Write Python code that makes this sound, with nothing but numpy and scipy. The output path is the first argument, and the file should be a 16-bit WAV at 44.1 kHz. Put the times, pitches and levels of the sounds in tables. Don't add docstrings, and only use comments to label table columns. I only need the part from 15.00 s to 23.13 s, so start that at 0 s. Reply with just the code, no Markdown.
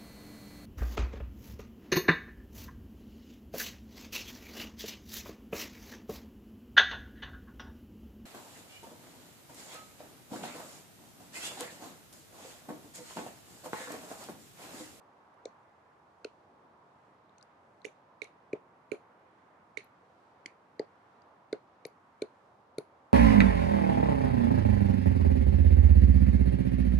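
import sys
import numpy as np
from scipy import signal
from scipy.fft import rfft, irfft
from scipy.io import wavfile
from scipy.ndimage import uniform_filter1d

SR = 44100
rng = np.random.default_rng(int(sys.argv[2]) if len(sys.argv) > 2 else 0)


def log_audio(samples):
    frames = np.atleast_2d(samples).T
    limited = np.clip(frames, -1, 1)
    pcm = np.round(limited * 32767).astype(np.int16)
    wavfile.write(sys.argv[1], SR, pcm)


def attenuation_scalar(level_db):
    decades = np.asarray(level_db, float) / 20
    return 10 ** decades


N = 358533
SPAN = 8192
WOOD_T60_S = 0.17

# t/s of the main crest, level/dB, f/Hz, left minus right/dB, sway level/dB
THUDS = [(0.4582, -30, 490, -1.5, -39.5), (1.252, -29, 440, -1, -43), (2.8519, -34, 440, -23, -30),
         (3.2223, -37, 437.0, -15, -30), (3.5353, -21, 408, 1.5, -17), (3.921, -24, 401, -14, -21),
         (4.7759, -38, 427, -16, -21), (5.4618, -45.5, 328, 7.5, -17), (5.7992, -21, 433, 1, -24.5),
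         (6.531, -20.5, 417, -1, -29), (6.8563, -31.5, 460, 4.5, -13), (7.223, -21, 410, -0.5, -26),
         (7.785, -23.5, 423, 0.5, -10.5)]
# f/pitch, left level/dB, right level/dB, t60/s
TRUNK_MODES = [(1.04, -12, -1.5, .032), (.95, -1.5, -8, .025), (.7, -16, -18, .045)]
# f/pitch, left level/dB, right level/dB, t60/s
WALL_MODE = (1.42, -13, -18, .032)
# delay/ms, level/dB
THUD_ECHOES = [
    (7, -1),
    (16.5, 1),
    (21.5, -6),
]
SWAY_HZ, SWAY_T60_S = 147.6, 0.0477
THUD_ECHO_DB, THUD_ECHO_PER_PAN_DB = -18.5, -0.48


def thuds(out):
    t = np.arange(SPAN) / SR
    for s, db, hz, pan_db, sway_db in THUDS:
        echo_db = THUD_ECHO_DB + THUD_ECHO_PER_PAN_DB * min(pan_db, 0)
        lead = 1.75 / hz
        swell = np.sin(np.pi / 2 * np.minimum(t / (1.5 * lead), 1)) ** 2
        late = np.maximum(t - lead, 0)
        body = np.zeros((2, SPAN))
        for multiple, left_db, right_db, t60 in TRUNK_MODES + [WALL_MODE]:
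            decay = attenuation_scalar(np.array([[left_db], [right_db]]) - 60 * late / t60)
            body += decay * np.cos(2 * np.pi * multiple * hz * (t - lead)) * swell
        body /= np.abs(body.mean(axis=0)).max()
        sway_decay = attenuation_scalar(sway_db - 7.5 - 60 * late / SWAY_T60_S)
        body += sway_decay * np.cos(2 * np.pi * SWAY_HZ * (t - lead)) * swell
        add(out, s - lead, attenuation_scalar(db) * sides(pan_db) * body)
        for ms, gain_db in THUD_ECHOES:
            echo = body.mean(axis=0, keepdims=True)
            add(out, s - lead + ms / 1000, attenuation_scalar(db + echo_db + gain_db) * echo)
        tail = ring(scatter(16, .7 * WOOD_T60_S), 1.08 * hz, 420)
        add(out, s, attenuation_scalar(db + echo_db - 2) * unit(tail))


# t/s, peak level/dB, f/Hz, left minus right/dB
BITES = [(0.4575, -49.5, 2210, -16), (1.2484, -36, 2596, -8), (1.2464, -43, 1430, -4),
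         (2.383, -60.5, 2544, -9.7), (2.4279, -68, 2492, -12), (2.8481, -37.5, 2070, -6),
         (2.8516, -48.5, 1770, -17), (2.854, -40.5, 2830, -16), (2.852, -35, 2338, -38),
         (3.2191, -29, 2250, -37), (3.5315, -35, 2340, -5), (3.918, -31.5, 2337, -35),
         (3.9216, -46.5, 1444, -14.3), (4.7708, -53, 1470, -6), (4.7734, -27, 2190, -31),
         (4.7736, -40, 2717, -26), (5.4593, -31.5, 2135, -8), (5.461, -42.5, 3080, 11),
         (5.7953, -38.5, 1995, -3.5), (5.8013, -45, 860, 6), (6.5293, -38, 2120, -4.5),
         (6.5316, -42.5, 1486, -4), (6.8523, -37.5, 2266, -6), (7.2205, -38.5, 2340, -7),
         (7.221, -48, 2940, -3), (6.5295, -57, 2970, 0), (5.7943, -59, 2900, 1), (7.2243, -49.5, 1470, 5.5),
         (7.784, -42.5, 2250, -13), (7.786, -49.5, 1404, 0)]
BITE_CYCLES = 7.7
BITE_SCATTER_DB, BITE_SCATTER_PER_PAN_DB = -22.5, -.12
LOW_BITE_SCATTER_DB_PER_OCT = -9
NEXT_TRUNK_MS, NEXT_TRUNK_DB, NEXT_TRUNK_PER_PAN_DB = 32, -33.5, -.4


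def bites(out):
    t = np.arange(SPAN) / SR
    for s, db, hz, pan_db in BITES:
        ms = 1000 * BITE_CYCLES / hz
        wet_db = BITE_SCATTER_DB + BITE_SCATTER_PER_PAN_DB * pan_db
        wet_db += LOW_BITE_SCATTER_DB_PER_OCT * np.log2(hz / 2300)
        pure = np.sin(2 * np.pi * (hz * t + rng.random()))
        tone = pure + 1.3 * unit(ring(rng.standard_normal(SPAN), hz, 0.16 * hz))
        add(out, s - .004, attenuation_scalar(db) * sides(pan_db) * unit(tone * contact(ms)))
        back_db = db + NEXT_TRUNK_DB + NEXT_TRUNK_PER_PAN_DB * pan_db
        slap = unit(tone * contact(2.2 * ms, rise=.3))
        add(out, s + NEXT_TRUNK_MS / 1000 - .004, attenuation_scalar(back_db) * sides(-5) * slap)
        tail = unit(ring(scatter(5.4, 1.3 * WOOD_T60_S), hz, 0.34 * hz))
        add(out, s, attenuation_scalar(db + wet_db) * sides(-5.5) * tail)


BESIDE_MS, ALONE_DB, ALONE_LEAN_DB = 3.0, -49.5, -0.5


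def lean(s):
    at, db, _, pan_db = np.transpose(BITES)
    weight = attenuation_scalar(db) * np.exp(-((at - s) * 1000 / BESIDE_MS) ** 2)
    return (weight @ pan_db + attenuation_scalar(ALONE_DB) * ALONE_LEAN_DB) / (weight.sum() + attenuation_scalar(ALONE_DB))


# t/s, peak level/dB, lowest f/Hz, middle resonances level/dB, top resonance level/dB
SPLINTERS = [(0.455, -43.5, 4070, 0, -28), (1.2461, -41, 4210, -4, -15), (2.8458, -49, 4530, -4, -17),
             (2.8513, -46.5, 3630, 3, -7), (2.8565, -61, 3540, 3, 5), (2.8622, -58.5, 4220, 6, 1.5),
             (3.2189, -42, 3930, -7.5, -15), (3.221, -54, 3830, -8, -3), (3.2428, -55.5, 4120, 2.5, -2.5),
             (3.531, -56.5, 4150, 1, -14), (3.9174, -47, 4140, -1.5, -4), (4.7723, -47.5, 3800, 1.5, -10),
             (4.7758, -39.5, 4110, -9, -14), (5.46, -46, 4565, 1.5, -11), (5.4604, -44, 4510, -7, -8.5),
             (5.7948, -38.5, 4530, -13, -30), (6.528, -37.5, 4110, -10, -19.5),
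             (6.852, -39.5, 4430, -7, -11.5), (7.22, -36, 4100, -9.5, -13.5), (7.7835, -38, 4270, -8.5, -3)]
# t/s, peak level/dB, lowest f/Hz, middle resonances level/dB, top resonance level/dB
TICKS = [
    (0.3417, -81.6, 3740, -1.5, 5.5),
    (2.2946, -65, 3740, -17, -27),
    (2.383, -62.5, 4270, 5, -9),
    (2.412, -57, 4050, -16, -28),
    (2.4271, -52.5, 4800, -5, -9.5),
    (2.818, -57.5, 4010, -16, -33),
    (4.844, -82.5, 3980, -1.5, 26),
    (6.2197, -63.5, 4680, -12, -29),
    (6.866, -68, 4250, -9, 16.5),
]
# width/Hz, rough shoulder width/Hz, shoulder level/dB
GRAIN = [(450, 1167, -6), (600, 1500, 1), (600, 1230, 2), (800, 2070, 3)]
MIDDLE_HZ, THIRD_DB, GRAIN_SCATTER = (6220, 8130), -8.5, .035
TOP_HZ, TOP_HZ_PER_DB, EDGE_HZ, EDGE_HZ_PER_DB = 10370, 53, 14000, 129
SPLINTER_LEFT_DB, SPLINTER_LEAN = 21, 1.07
TEAR_MS, FIBRE_MS, FIBRE_DB, ROUGH_DB, TICK_ROUGH_DB = 2.02, 3.16, -2.5, -8.5, -7
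SPLINTER_SCATTER_DB, SPLINTER_SCATTER_PER_PAN_DB = -17.5, -0.38


def splinters(out):
    bright, t = np.zeros_like(out), np.arange(SPAN) / SR
    force = contact(TEAR_MS, rise=0.18, fall=0.85)
    linger = contact(FIBRE_MS, rise=0.15, fall=1.0)
    for row, (s, low_db, low_hz, middle_db, top_db) in enumerate(SPLINTERS + TICKS):
        clean_db = TICK_ROUGH_DB * (row >= len(SPLINTERS))
        levels = low_db + np.array([0, middle_db, middle_db + THIRD_DB, top_db])
        middle_hz = np.array(MIDDLE_HZ) * (1 + GRAIN_SCATTER * rng.standard_normal(2))
        tones = [low_hz, *middle_hz, TOP_HZ + TOP_HZ_PER_DB * top_db]
        edge_hz = EDGE_HZ + EDGE_HZ_PER_DB * top_db
        pan_db = SPLINTER_LEFT_DB + SPLINTER_LEAN * lean(s)
        wet_db = SPLINTER_SCATTER_DB + SPLINTER_SCATTER_PER_PAN_DB * pan_db
        tear, wet = rng.standard_normal(SPAN), scatter(4.7, 1.18 * WOOD_T60_S)
        crack = tail = 0
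        for db, hz, (width, broad, shoulder_db) in zip(levels, tones, GRAIN):
            tone = force * np.sin(2 * np.pi * (hz * t + rng.random()))
            apart, phase = rng.random((2, 2, 1))
            fibre_hz = hz + broad * (0.1975 + 0.322 * apart) * [[-1], [1]]
            fibres = linger * np.sin(2 * np.pi * (fibre_hz * t + phase)).sum(axis=0)
            fibres *= attenuation_scalar(shoulder_db + FIBRE_DB + clean_db)
            rough = attenuation_scalar(shoulder_db + ROUGH_DB + clean_db) * unit(band(force * tear, hz, broad))
            crack = crack + attenuation_scalar(db) * unit(tone + fibres + rough)
            returns = ring(wet, hz, width) + attenuation_scalar(shoulder_db - 2) * band(wet, hz, broad)
            tail = tail + attenuation_scalar(db) * unit(returns)
        edge = signal.butter(8, edge_hz, fs=SR, output="sos")
        add(bright, s - .004, sides(pan_db) * signal.sosfilt(edge, crack))
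        add(bright, s, attenuation_scalar(wet_db) * sides(16) * signal.sosfilt(edge, tail))
    shade = signal.butter(4, 11500, fs=SR, output="sos")
    bright[1] = signal.sosfiltfilt(shade, bright[1])
    add(out, 0, bright)


# f/Hz, level/dB per Hz
HUSH = [(25, -51), (66, -15), (90, -4.5), (430, -3.5), (1000, 0.5), (2730, -21.5), (13300, -45),
        (14200, -58)]
# f/Hz, left-right correlation/1
LIKENESS = [(60, 0.99), (130, 0.97), (280, 0.91), (600, 0.59), (1280, 0.19), (2750, -0.0), (5910, 0.23),
            (12700, 0.01)]
# f/Hz, left minus right/dB
PORTS = [(60, 1.5), (110, -1), (200, 1), (360, -1.0), (650, -1), (1180, -2.5), (2130, -3), (3870, 1.5),
         (7010, 4), (12700, 0.5)]
HUSH_DB = -64.6


def hush():
    hz = np.arange(N // 2 + 1) * SR / N
    like = np.clip(on_log(hz, LIKENESS), 0, .99)
    mid, side = (rfft(rng.standard_normal(N)) * attenuation_scalar(on_log(hz, HUSH)) for _ in range(2))
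    pair = np.array([np.sqrt(1 + like) * mid + k * np.sqrt(1 - like) * side for k in (1, -1)])
    pair *= attenuation_scalar(np.array([[.5], [-.5]]) * on_log(hz, PORTS))
    octave, out, swell = np.log2(hz + 1), 0, walk(1.24)
    for centre in np.arange(4, 15):
        octave_band = irfft(pair * np.clip(1 - np.abs(octave - centre), 0, 1), N)
        out = out + octave_band * attenuation_scalar(.3 * swell + 1.1 * walk(6))
    core = irfft(pair.mean(axis=0) * (hz > 500) * (hz < 1500), N)
    return out / core.std() * attenuation_scalar(HUSH_DB)


def contact(ms, rise=0.26, fall=0.59):
    t = np.arange(SPAN) / SR * 1000 - 4
    dig_in = np.exp(-(t / (rise * ms)) ** 2)
    let_go = np.exp(-(np.abs(t) / (fall * ms)) ** 1.4)
    return np.where(t < 0, dig_in, let_go)


def scatter(start_ms, t60):
    t = np.arange(SPAN) / SR
    onset = 1 - np.exp(-(t * 1000 / start_ms) ** 2)
    return rng.standard_normal((2, SPAN)) * onset * attenuation_scalar(-60 * t / t60)


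def ring(x, hz, width):
    b, a = signal.iirpeak(hz, hz / width, SR)
    return signal.lfilter(b, a, signal.lfilter(b, a, x))


def band(x, hz, width):
    edges = np.clip([hz - width / 2, hz + width / 2], 200, 18000)
    return signal.sosfilt(signal.butter(3, edges, "bandpass", fs=SR, output="sos"), x)


def walk(rate):
    k = int(SR / rate)
    steps = np.repeat(rng.standard_normal(N // k + 1), k)
    return 1.273 * uniform_filter1d(uniform_filter1d(steps, k), k)[:N]


def on_log(hz, table):
    points = np.array(table)
    return np.interp(np.log(hz + 1), np.log(points[:, 0]), points[:, 1])


def unit(x):
    return x / np.abs(x).max()


def sides(pan_db):
    return np.array([[attenuation_scalar(pan_db)], [1]]) * 2 / (1 + attenuation_scalar(pan_db))


def add(out, s, x):
    i = int(s * SR)
    out[:, i:i + x.shape[1]] += x[:, :N - i]


def scene():
    knocks = np.zeros((2, N))
    for source in (thuds, bites, splinters):
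        source(knocks)
    bass_cut = signal.butter(2, 70, "highpass", fs=SR, output="sos")
    return hush() + signal.sosfilt(bass_cut, knocks)


def band_limit(x):
    return signal.sosfilt(signal.butter(12, 15600, fs=SR, output="sos"), x)


def record(dry):
    return band_limit(dry)


dry = scene()
out = record(dry)
log_audio(out)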